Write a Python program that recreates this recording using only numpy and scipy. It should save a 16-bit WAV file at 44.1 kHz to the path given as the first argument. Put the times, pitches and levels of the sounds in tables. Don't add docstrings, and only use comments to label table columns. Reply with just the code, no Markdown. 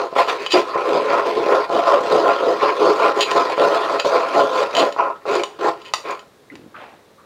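import sys
import numpy as np
from scipy import signal
from scipy.fft import rfft, irfft
from scipy.io import wavfile
from scipy.ndimage import uniform_filter1d, minimum_filter1d, map_coordinates

SR = 44100
rng = np.random.default_rng(int(sys.argv[2]) if len(sys.argv) > 2 else 0)


def output_pcm(signal):
    pcm = np.clip(np.atleast_2d(signal).T, -1, 1) * 32767
    wavfile.write(sys.argv[1], SR, np.round(pcm).astype(np.int16))


N = 319900
TIME = np.arange(N) / SR
BINS = np.fft.rfftfreq(16384, 1 / SR)

# wall_db (taut wall), squelch_db (puree), rasp_db (wires)
BLADE_STROKES = [(-0.03, 0.025, 0.051, 441, -18.5, -3.5, -23, -22.5),
                 (0.152, 0.049, 0.019, 569.2, -14.5, 1.5, -8.5, -11.5),
                 (0.276, 0.011, 0.062, 438.4, -22.0, 0, -4.5, -8.5),
                 (0.38, 0.041, 0.041, 410.0, -26, -8, -4.5, -10.0),
                 (0.536, 0.0098, 0.035, 410.0, -6, -5.5, -12.5, -15.5),
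                 (0.735, 0.027, 0.11, 500.5, -21.5, -0.5, -13.5, -27),
                 (0.835, 0.122, 0.12, 470.8, -15.5, -11, -19.5, -24),
                 (1.062, 0.099, 0.1, 530.0, -16, -1.5, -14, -21.0),
                 (1.231, 0.051, 0.069, 550.0, -18, -10, -16.5, -19.5),
                 (1.357, 0.02, 0.043, 430.0, -13, -8, -31, -26.5),
                 (1.462, 0.068, 0.092, 470.4, -15, -3, -16, -20.5),
                 (1.697, 0.071, 0.099, 551.2, -15.5, -10, -25, -22),
                 (1.84, 0.091, 0.042, 558.6, -13, -1.5, -19, -21),
                 (2.0, 0.052, 0.07, 499.7, -18.5, -16, -36, -26.0),
                 (2.101, 0.022, 0.11, 490.0, -13.5, -8, -24, -22.5),
                 (2.226, 0.073, 0.04, 560.0, -14.5, 0.5, -16, -22),
                 (2.391, 0.12, 0.039, 441.3, -14, -9.5, -32, -25),
                 (2.606, 0.039, 0.069, 470.2, -13.5, 0, -12.5, -19),
                 (2.769, 0.14, 0.011, 450.3, -10, -7, -22.5, -22),
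                 (2.978, 0.079, 0.049, 539.8, -17.5, 2.5, -13.5, -20.5),
                 (3.15, 0.048, 0.01, 440.4, -15.0, -4.0, -25, -19.5),
                 (3.335, 0.039, 0.1, 480.0, -16, -2, -19.0, -19.5),
                 (3.577, 0.068, 0.086, 559.7, -12.5, -6, -25, -20.5),
                 (3.709, 0.044, 0.108, 490.0, -19.5, -1, -17.5, -17.5),
                 (3.883, 0.091, 0.01, 549.4, -22.0, -4, -26, -23.0),
                 (4.046, 0.0099, 0.039, 530.0, -19.5, -6, -16.5, -13),
                 (4.077, 0.076, 0.11, 549.4, -17.5, -0.5, -16, -20.0),
                 (4.334, 0.078, 0.054, 559.4, -12, -3.5, -19, -18.5),
                 (4.48, 0.15, 0.0098, 480.2, -17.5, -1, -14.5, -15.5),
                 (4.734, 0.088, 0.04, 580.0, -11.5, -5.5, -13.5, -18.5),
                 (4.975, 0.027, 0.093, 589, -21.0, 4, -14, -24),
                 (5.251, 0.094, 0.071, 430.4, -17.0, -4, -14.0, -17.5),
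                 (5.586, 0.102, 0.019, 419.8, -19, 1, -13.5, -15),
                 (6.038, 0.082, 0.019, 479.8, -27.5, 1.0, -5.5, -14)]


def amp(db):
    return 10 ** (np.asarray(db) / 20)


def evened(x):
    return x / np.sqrt(np.mean(x ** 2) + 1e-20)


def read(points, hz):
    point_hz, value = np.transpose(points)
    return np.interp(np.log(hz + 1), np.log(point_hz), value)


def add(mix, s, sound):
    part = mix[max(round(s * SR), 0):][:len(sound)]
    part += sound[:len(part)]


def wander(size, hz):
    knots = rng.standard_normal(8192)
    line = map_coordinates(knots, [np.arange(size) * hz / SR], order=1, mode="wrap")
    return line * np.sqrt(3 / 2)


def ring(gain):
    cepstrum = irfft(np.log(np.maximum(gain / gain.max(), 1e-5)))
    half = len(BINS) - 1
    folded = 2 * cepstrum * (np.arange(2 * half) < half)
    response = irfft(np.exp(rfft(folded) - cepstrum[0]))[:half]
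    return response / np.linalg.norm(response)


def modal(modes):
    power = sum(amp(db) ** 2 / (1 + (2 * (BINS - hz) / width) ** 2) for hz, width, db in modes)
    return np.sqrt(power)


def band(low_hz, high_hz, order):
    low_skirt = 1 + (low_hz / (BINS + 1)) ** (2 * order)
    high_skirt = 1 + (BINS / high_hz) ** (2 * order)
    return 1 / np.sqrt(low_skirt * high_skirt)


def through(x, gain):
    return signal.oaconvolve(x, ring(gain))


def slips(size, per_s, jitter, spread_db):
    turns = np.cumsum(per_s * np.exp(jitter * wander(size, 300))) / SR
    releases = np.diff(np.floor(turns), prepend=-1)
    pulses = releases * amp(spread_db * rng.standard_normal(size))
    power = abs(uniform_filter1d(pulses ** 2, size=1500))
    return pulses / np.sqrt(power + 1e-9)


def mesh_gains():
    # pitch_hz, width_hz, level_db
    belly_modes = [(161.7, 20, -13.5), (277.7, 13.3, -7), (329.6, 9.6, -5.5), (351.3, 19, -4.5),
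                   (414.7, 25, 3), (438, 28, -2.5), (506.3, 29, -1), (546, 28, -8.5), (566.2, 21.7, 2.5),
                   (663, 21, -1.5), (686.5, 15.4, 0), (757.4, 12.5, -5)]
    wall_modes = [(790, 15, -8), (827, 18.3, -3), (906, 9.7, -7), (955, 15.5, -3), (1017, 13.5, 0),
                  (1035, 26, -1), (1069, 29, -2.5), (1172, 21, -4.5), (1288, 15.6, -1.5), (1353, 31, -5.5),
                  (1391, 23, -6.5), (1441, 26, -9.5), (1580, 14, -21)]
    belly = modal(belly_modes) * band(143, 910, order=2) * band(11, 1170, order=4)
    wall = modal(wall_modes) * band(700, 1510, order=3)
    return belly, wall


def air():
    # frequency_hz, level_db
    murmur_spectrum = [(15, -54), (25, -26), (64, -12), (82, -6.5), (246, -3.5), (313, -3), (445, 1),
                       (782, -9.5), (1240, -11), (3090, -20.5), (3830, -16.5), (4750, -22), (15500, -32.5)]
    hz = np.fft.rfftfreq(N, 1 / SR)
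    spectrum = rfft(rng.standard_normal(N)) * amp(read(murmur_spectrum, hz))
    return amp(-51.5) * evened(irfft(spectrum, N))


def pressure():
    # time_s, belly_db
    light_drag = [(0.0, -29.5), (0.1, -41), (0.3, -30), (0.5, -44.5), (0.68, -30.5), (0.9, -30),
                  (2.6, -28.5), (3.4, -25), (4.6, -28.5), (4.92, -37.5), (5.2, -53.5), (5.8, -46.5),
                  (6.2, -48.5), (6.3, -57.6)]
    # time_s, half_length_s, change_db
    blade_lifts = [(0.1, 0.028, -5), (.26, .015, -9), (1.445, 0.012, 1.5), (1.675, 0.015, -12),
                   (2.585, .022, -4), (3.135, .02, -6.5), (3.245, 0.034, -8), (3.558, .016, -10),
                   (4.032, .014, -10.5)]
    drag_parts_db = [0, 1.36, -8.5, -12]
    trims_db = [-0.15, -0.3, 0.12, 0.9]
    bite_power, eased_db, release_s, off_db = 0.58, -8, .2, -60
    uneven_db, uneven_hz = 1.0, 21.885
    rest_s = 6.3

    t = np.arange(0, N / SR, 1 / 1000)
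    contact_db = np.interp(t, *np.transpose(light_drag))
    for s, half_length, db in blade_lifts:
        contact_db = contact_db + db * np.exp(-((t - s) / half_length) ** 2)
    power = amp(contact_db + np.c_[drag_parts_db]) ** 2
    for start, rise, ease, _, db, *parts_db in BLADE_STROKES:
        corners = start + np.cumsum([rise, ease, release_s])
        fall_db = np.interp(t, corners, [0, eased_db, off_db], right=-np.inf)
        swell = np.clip((t - start) / rise, 0, 1) ** bite_power * amp(db + fall_db)
        power = power + (swell * amp(np.c_[[0, *parts_db]])) ** 2
    uneven = amp(uneven_db * wander(N, uneven_hz))
    common = uneven * np.clip((rest_s - TIME) / 0.098, 0, 1)
    return [common * amp(db) * np.interp(TIME, t, np.sqrt(part)) for part, db in zip(power, trims_db)]


def slip_rate():
    start, rise, _, hz, *_ = np.transpose(BLADE_STROKES)
    return np.interp(TIME, start + rise, hz)


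def levelled(drive, body, level):
    power = through(drive, body)[:N] ** 2
    for _ in range(2):
        power = uniform_filter1d(power, size=1800)
    return through(drive * level / np.sqrt(abs(power) + 0.013), body)[:N]


def sloshed(x, patch_db, patch_hz, patch_s):
    hz, t, z = signal.stft(x, SR, nperseg=512)
    place = np.meshgrid(hz / patch_hz, t / patch_s, indexing="ij")
    patches = map_coordinates(rng.standard_normal((128, 1024)), place, order=1, mode="wrap")
    gain = evened(amp(patch_db * evened(patches)))
    return signal.istft(z * gain, SR, nperseg=512)[1][:len(x)]


def bubbles(per_s, spread_db, cycles):
    out, t = np.zeros(N), np.arange(1024) / SR
    for hz in np.geomspace(1600, 6500, 24):
        rising = np.sin(2 * np.pi * hz * t * (1 + 6 * t))
        ping = rising * np.exp(-t * hz / cycles) * np.sqrt(hz)
        chance = rng.random(N)
        strength = np.minimum(rng.standard_exponential(N), 3)
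        for at in np.flatnonzero(chance < per_s / SR):
            add(out, at / SR, ping * amp(spread_db * strength[at]))
    return evened(out)


def stirring():
    # pitch_hz, width_hz, level_db
    pocket_modes = [(1654, 140, -1), (1860, 124, -2.5), (2174, 420, -1.5), (2467, 155, 3), (2690, 53, -1.5)]
    # frequency_hz, level_db
    wire_spectrum = [(1400, -16.5), (2200, -5), (3000, 6), (3600, 4.5), (4800, 3), (5400, -4), (6800, -8),
                     (8000, -15), (10000, -20.5), (15500, -27)]
    belly_gain, wall_gain, pocket_gain, wire_gain = pressure()
    belly, wall = mesh_gains()

    grip = amp(1.31 * wander(N, 110))
    tip = grip * slips(N, per_s=slip_rate(), jitter=.2, spread_db=2.5)
    edge = grip * slips(N, per_s=420, jitter=.6, spread_db=3.0)
    tip, edge = (x - uniform_filter1d(x, size=220) for x in (tip, edge))

    fine_slips = slips(N, per_s=900, jitter=.7, spread_db=6.0)
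    grit = grip * (0.64 * fine_slips + .5 * rng.standard_normal(N))
    grit = grit + 0.41 * (tip + edge)
    grit = grit + 0.13 * bubbles(per_s=10, spread_db=2.5, cycles=9.7)

    belly_drone = levelled(0.74 * tip + 0.68 * edge, belly, belly_gain)
    wall_drone = levelled(.5 * tip + 0.97 * edge, wall, wall_gain)
    drone = sloshed(belly_drone + wall_drone, patch_db=1.8, patch_hz=190, patch_s=.05)

    squelch = through(grit * pocket_gain, modal(pocket_modes) * band(1530, 2880, order=4))
    rasp = through(grit * wire_gain, amp(read(wire_spectrum, BINS)) * band(760, 20000, order=2))
    wet = sloshed(squelch + rasp, patch_db=2.6, patch_hz=380, patch_s=.03)
    return drone + amp(0.03) * wet[:N]


def catches():
    # time_s, belly_db, wall_db
    puree_slaps = [(0.1265, -19.5, -30), (.163, -13.5, -11), (.2752, -25, -21), (.757, -14, -19),
                   (1.464, -14, -21), (1.7, -15, -18), (2.629, -11, -20), (3.316, -17, -15.5),
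                   (3.354, -15, -15), (3.578, -17, -16.5), (4.049, -13.5, -16), (4.963, -27, -21),
                   (4.9932, -22.5, -18), (5.254, -27, -23.5), (5.594, -24, -33), (6.052, -27, -32),
                   (6.097, -29, -22)]
    # start_s, length_s, pitch_hz, level_db (before a common trim)
    blade_judders = [(0.534, 0.046, 378.4, -15), (1.37, .036, 426, -16), (1.882, 0.062, 567.4, -17),
                     (2.471, 0.039, 425, -17.5), (2.838, 0.045, 418, -19), (3.593, 0.061, 573, -17),
                     (4.046, .021, 511, -15.5), (4.988, 0.021, 1042, -13), (5.345, 0.071, 371, -22.5)]
    out, t = np.zeros(N), np.arange(SR // 12) / SR
    belly, wall = mesh_gains()
    for s, belly_db, wall_db in puree_slaps:
        push = .5 * slips(len(t), per_s=600, jitter=0.42, spread_db=5.0) * np.exp(-t / 0.013)
        push[0] = 10
        add(out, s, amp(belly_db) * through(push, belly) + amp(wall_db) * through(push, wall))
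    for s, length, hz, db in blade_judders:
        size = int(length * SR)
        phase = 2 * np.pi * np.cumsum(hz * (1 + 0.05 * wander(size, 225))) / SR
        overtone = 0.1 * np.sin(2 * phase) * (2 * hz < 1500)
        tone = evened((np.sin(phase) + overtone) * amp(0.7 * wander(size, 270)))
        add(out, s, amp(db - 2.0) * tone * signal.windows.tukey(size, .15))
    return out


def frame():
    # pitch_hz, width_hz, level_db
    steel_modes = [(520, 120, -8), (800, 60, -6), (1040, 60, 0), (1300, 60, -5), (1860, 60, -3),
                   (2126, 50, -5), (2552, 60, 2), (2720, 50, -2), (2975, 40, 6), (3180, 50, 1),
                   (3520, 50, -6), (3930, 60, -2), (4250, 60, -6), (4530, 60, -4), (4810, 60, -2),
                   (5400, 50, -13), (5690, 50, -14), (6390, 40, -13), (6882, 70, -2), (7270, 40, -11),
                   (8500, 300, -24), (9500, 500, -29), (13500, 3000, -36)]
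    rim_modes = [(599, 190, -6), (865, 54, -2), (1040, 46, 5), (1260, 120, -3.5), (1890, 200, -1.5),
                 (2290, 52.8, -6), (2576, 130, -5), (2910, 160, -1.5), (3220, 83, -15), (3649, 100, -2),
                 (3900, 170, -3), (4602, 60, -15), (4670, 190, -4.5), (5383, 44, -27), (5700, 263, -8.5),
                 (7050, 300, -9.5), (7160, 90, -9), (8600, 750, -18.5), (12000, 3000, -38)]
    # time_s, level_db (before a common trim), brightness_db_per_octave,
    # bowl_share (of the ring, 0-1)
    bowl_clinks = [(0.4633, -5, -2, 0.01), (3.2081, -2, 1.5, 0.06), (3.3094, -13, 1, 0.41),
                   (3.3146, -6, -0.5, 0.7), (3.996, -11, -1, 0), (3.999, -3, 0.5, 0), (4.751, -5, 0, 0.09),
                   (4.768, -2.5, -0.5, 0), (4.925, -19.5, 1.5, 0.41), (5.3531, -15, 3.5, 0.62),
                   (5.436, -5.5, -0.5, 0.7), (5.9375, 3, -0.6, 0.8), (6.108, -23, 5.5, 0.1),
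                   (6.1935, -25, -1, 0.3), (6.555, -25, -1, 1)]
    # start_s, length_s, level_db, crest_place (0-1), screech_hz (centre)
    bowl_skids = [(0.5, 0.046, -16.5, 0.66, 3870), (3.207, 0.038, -13.5, 0.43, 3150),
                  (4.77, 0.047, -17.5, 0.63, 3676), (5.816, 0.013, -41.5, 0.14, 3476),
                  (5.847, 0.06, -36, 0.12, 2550)]
    out, t = np.zeros(N), np.arange(SR // 25) / SR
    steel, bowl = (modal(modes) * band(490, 17000, order=3) for modes in (steel_modes, rim_modes))
    blow = ring(band(20, 6200, order=3))[:len(t)]
    for s, db, bright, share in bowl_clinks:
        buzz = 0.13 * rng.standard_normal(len(t)) * np.exp(-t / 0.0044)
        tilt = amp(bright * np.log2((BINS + 100) / 3000))
        clink = through(blow + buzz, ((1 - share) * steel + share * bowl) * tilt)
        add(out, s, amp(db + 11.0) * clink / np.linalg.norm(clink))
    for s, length, db, crest, hz in bowl_skids:
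        size = int(length * SR)
        swell = np.interp(np.linspace(0, 1, size), [0, crest, 1], [.1, 1, .05])
        chatter = slips(size, per_s=640, jitter=0.55, spread_db=4) * swell
        screech = 0.74 + np.exp(-(np.log2((BINS + 1) / hz) / 0.61) ** 2)
        add(out, s, amp(db) * through(chatter, (steel + 0.19 * bowl) * screech))
    return out


def squeal():
    start_s, length_s, pitch_hz, level_db = .512, .04, 4780, -27
    out, size = np.zeros(N), int(length_s * SR)
    phase = 2 * np.pi * np.cumsum(pitch_hz * (1 + 0.0078 * wander(size, 300))) / SR
    whistle = evened(np.sin(phase) * amp(2.5 * wander(size, 200)))
    add(out, start_s, amp(level_db) * whistle * signal.windows.tukey(size, .5))
    return out


def shifts():
    # time_s, rise_s, t60_s, centre_hz,
    # half_width_octaves (to half the amplitude), level_db
    soft_shifts = [(6.498, .003, .09, 2010, 0.1, -38), (6.512, 0.012, 0.92, 294, 0.46, -38),
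                   (6.742, 0.0053, 0.31, 1270, 0.28, -35.5), (6.745, 0.021, 0.67, 1800, .66, -44.5),
                   (6.75, 0.076, 0.54, 675, 0.65, -37.5), (7.179, .008, .21, 1160, 0.16, -47),
                   (7.224, .031, .3, 600, 1.2, -51)]
    out, t = np.zeros(N), np.arange(SR // 2) / SR
    for s, rise, t60, hz, width, db in soft_shifts:
        colour = 1 / (1 + (np.log2((BINS + 1) / hz) / width) ** 2) * band(79, 3500, order=3)
        grains = slips(len(t), per_s=1500, jitter=0.78, spread_db=3)
        rub = evened(through(grains, colour)[:len(t)])
        decay_db = -60 * np.maximum(t - rise, 0) / t60
        add(out, s, rub * np.minimum(t / rise, 1) * amp(db + decay_db))
    return out


def kitchen(x):
    # frequency_hz, t60_s
    decay_times = [(200, 0.35), (800, 0.19), (2500, 0.24), (6000, 0.24), (14000, 0.35)]
    size = SR // 2
    signs = rng.choice([-1., 1.], size)
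    sparse = rng.random(size) < 1 / 10
    taps = signs * sparse * (np.arange(size) > .004 * SR)
    hz, t, z = signal.stft(taps, SR, nperseg=256)
    decay = amp(-60 * t / read(decay_times, hz)[:, None])
    tail = signal.istft(z * decay, SR, nperseg=256)[1]
    return signal.oaconvolve(x, tail / np.linalg.norm(tail))[:N]


def scene():
    mesh = stirring() + catches()
    steel = frame() + squeal()
    room = kitchen(amp(-11) * mesh + amp(-6.5) * steel)
    return (mesh + steel + room + shifts() + air())[None]


def record(dry):
    gain = minimum_filter1d(np.minimum(1, .88 / (abs(dry) + 1e-9)), size=301)
    limited = dry * uniform_filter1d(gain, size=301)
    low_pass = signal.firwin(511, 15850, window=("kaiser", 9), fs=SR)
    return signal.oaconvolve(limited, low_pass[None], "same")


dry = scene()
out = record(dry)
output_pcm(out)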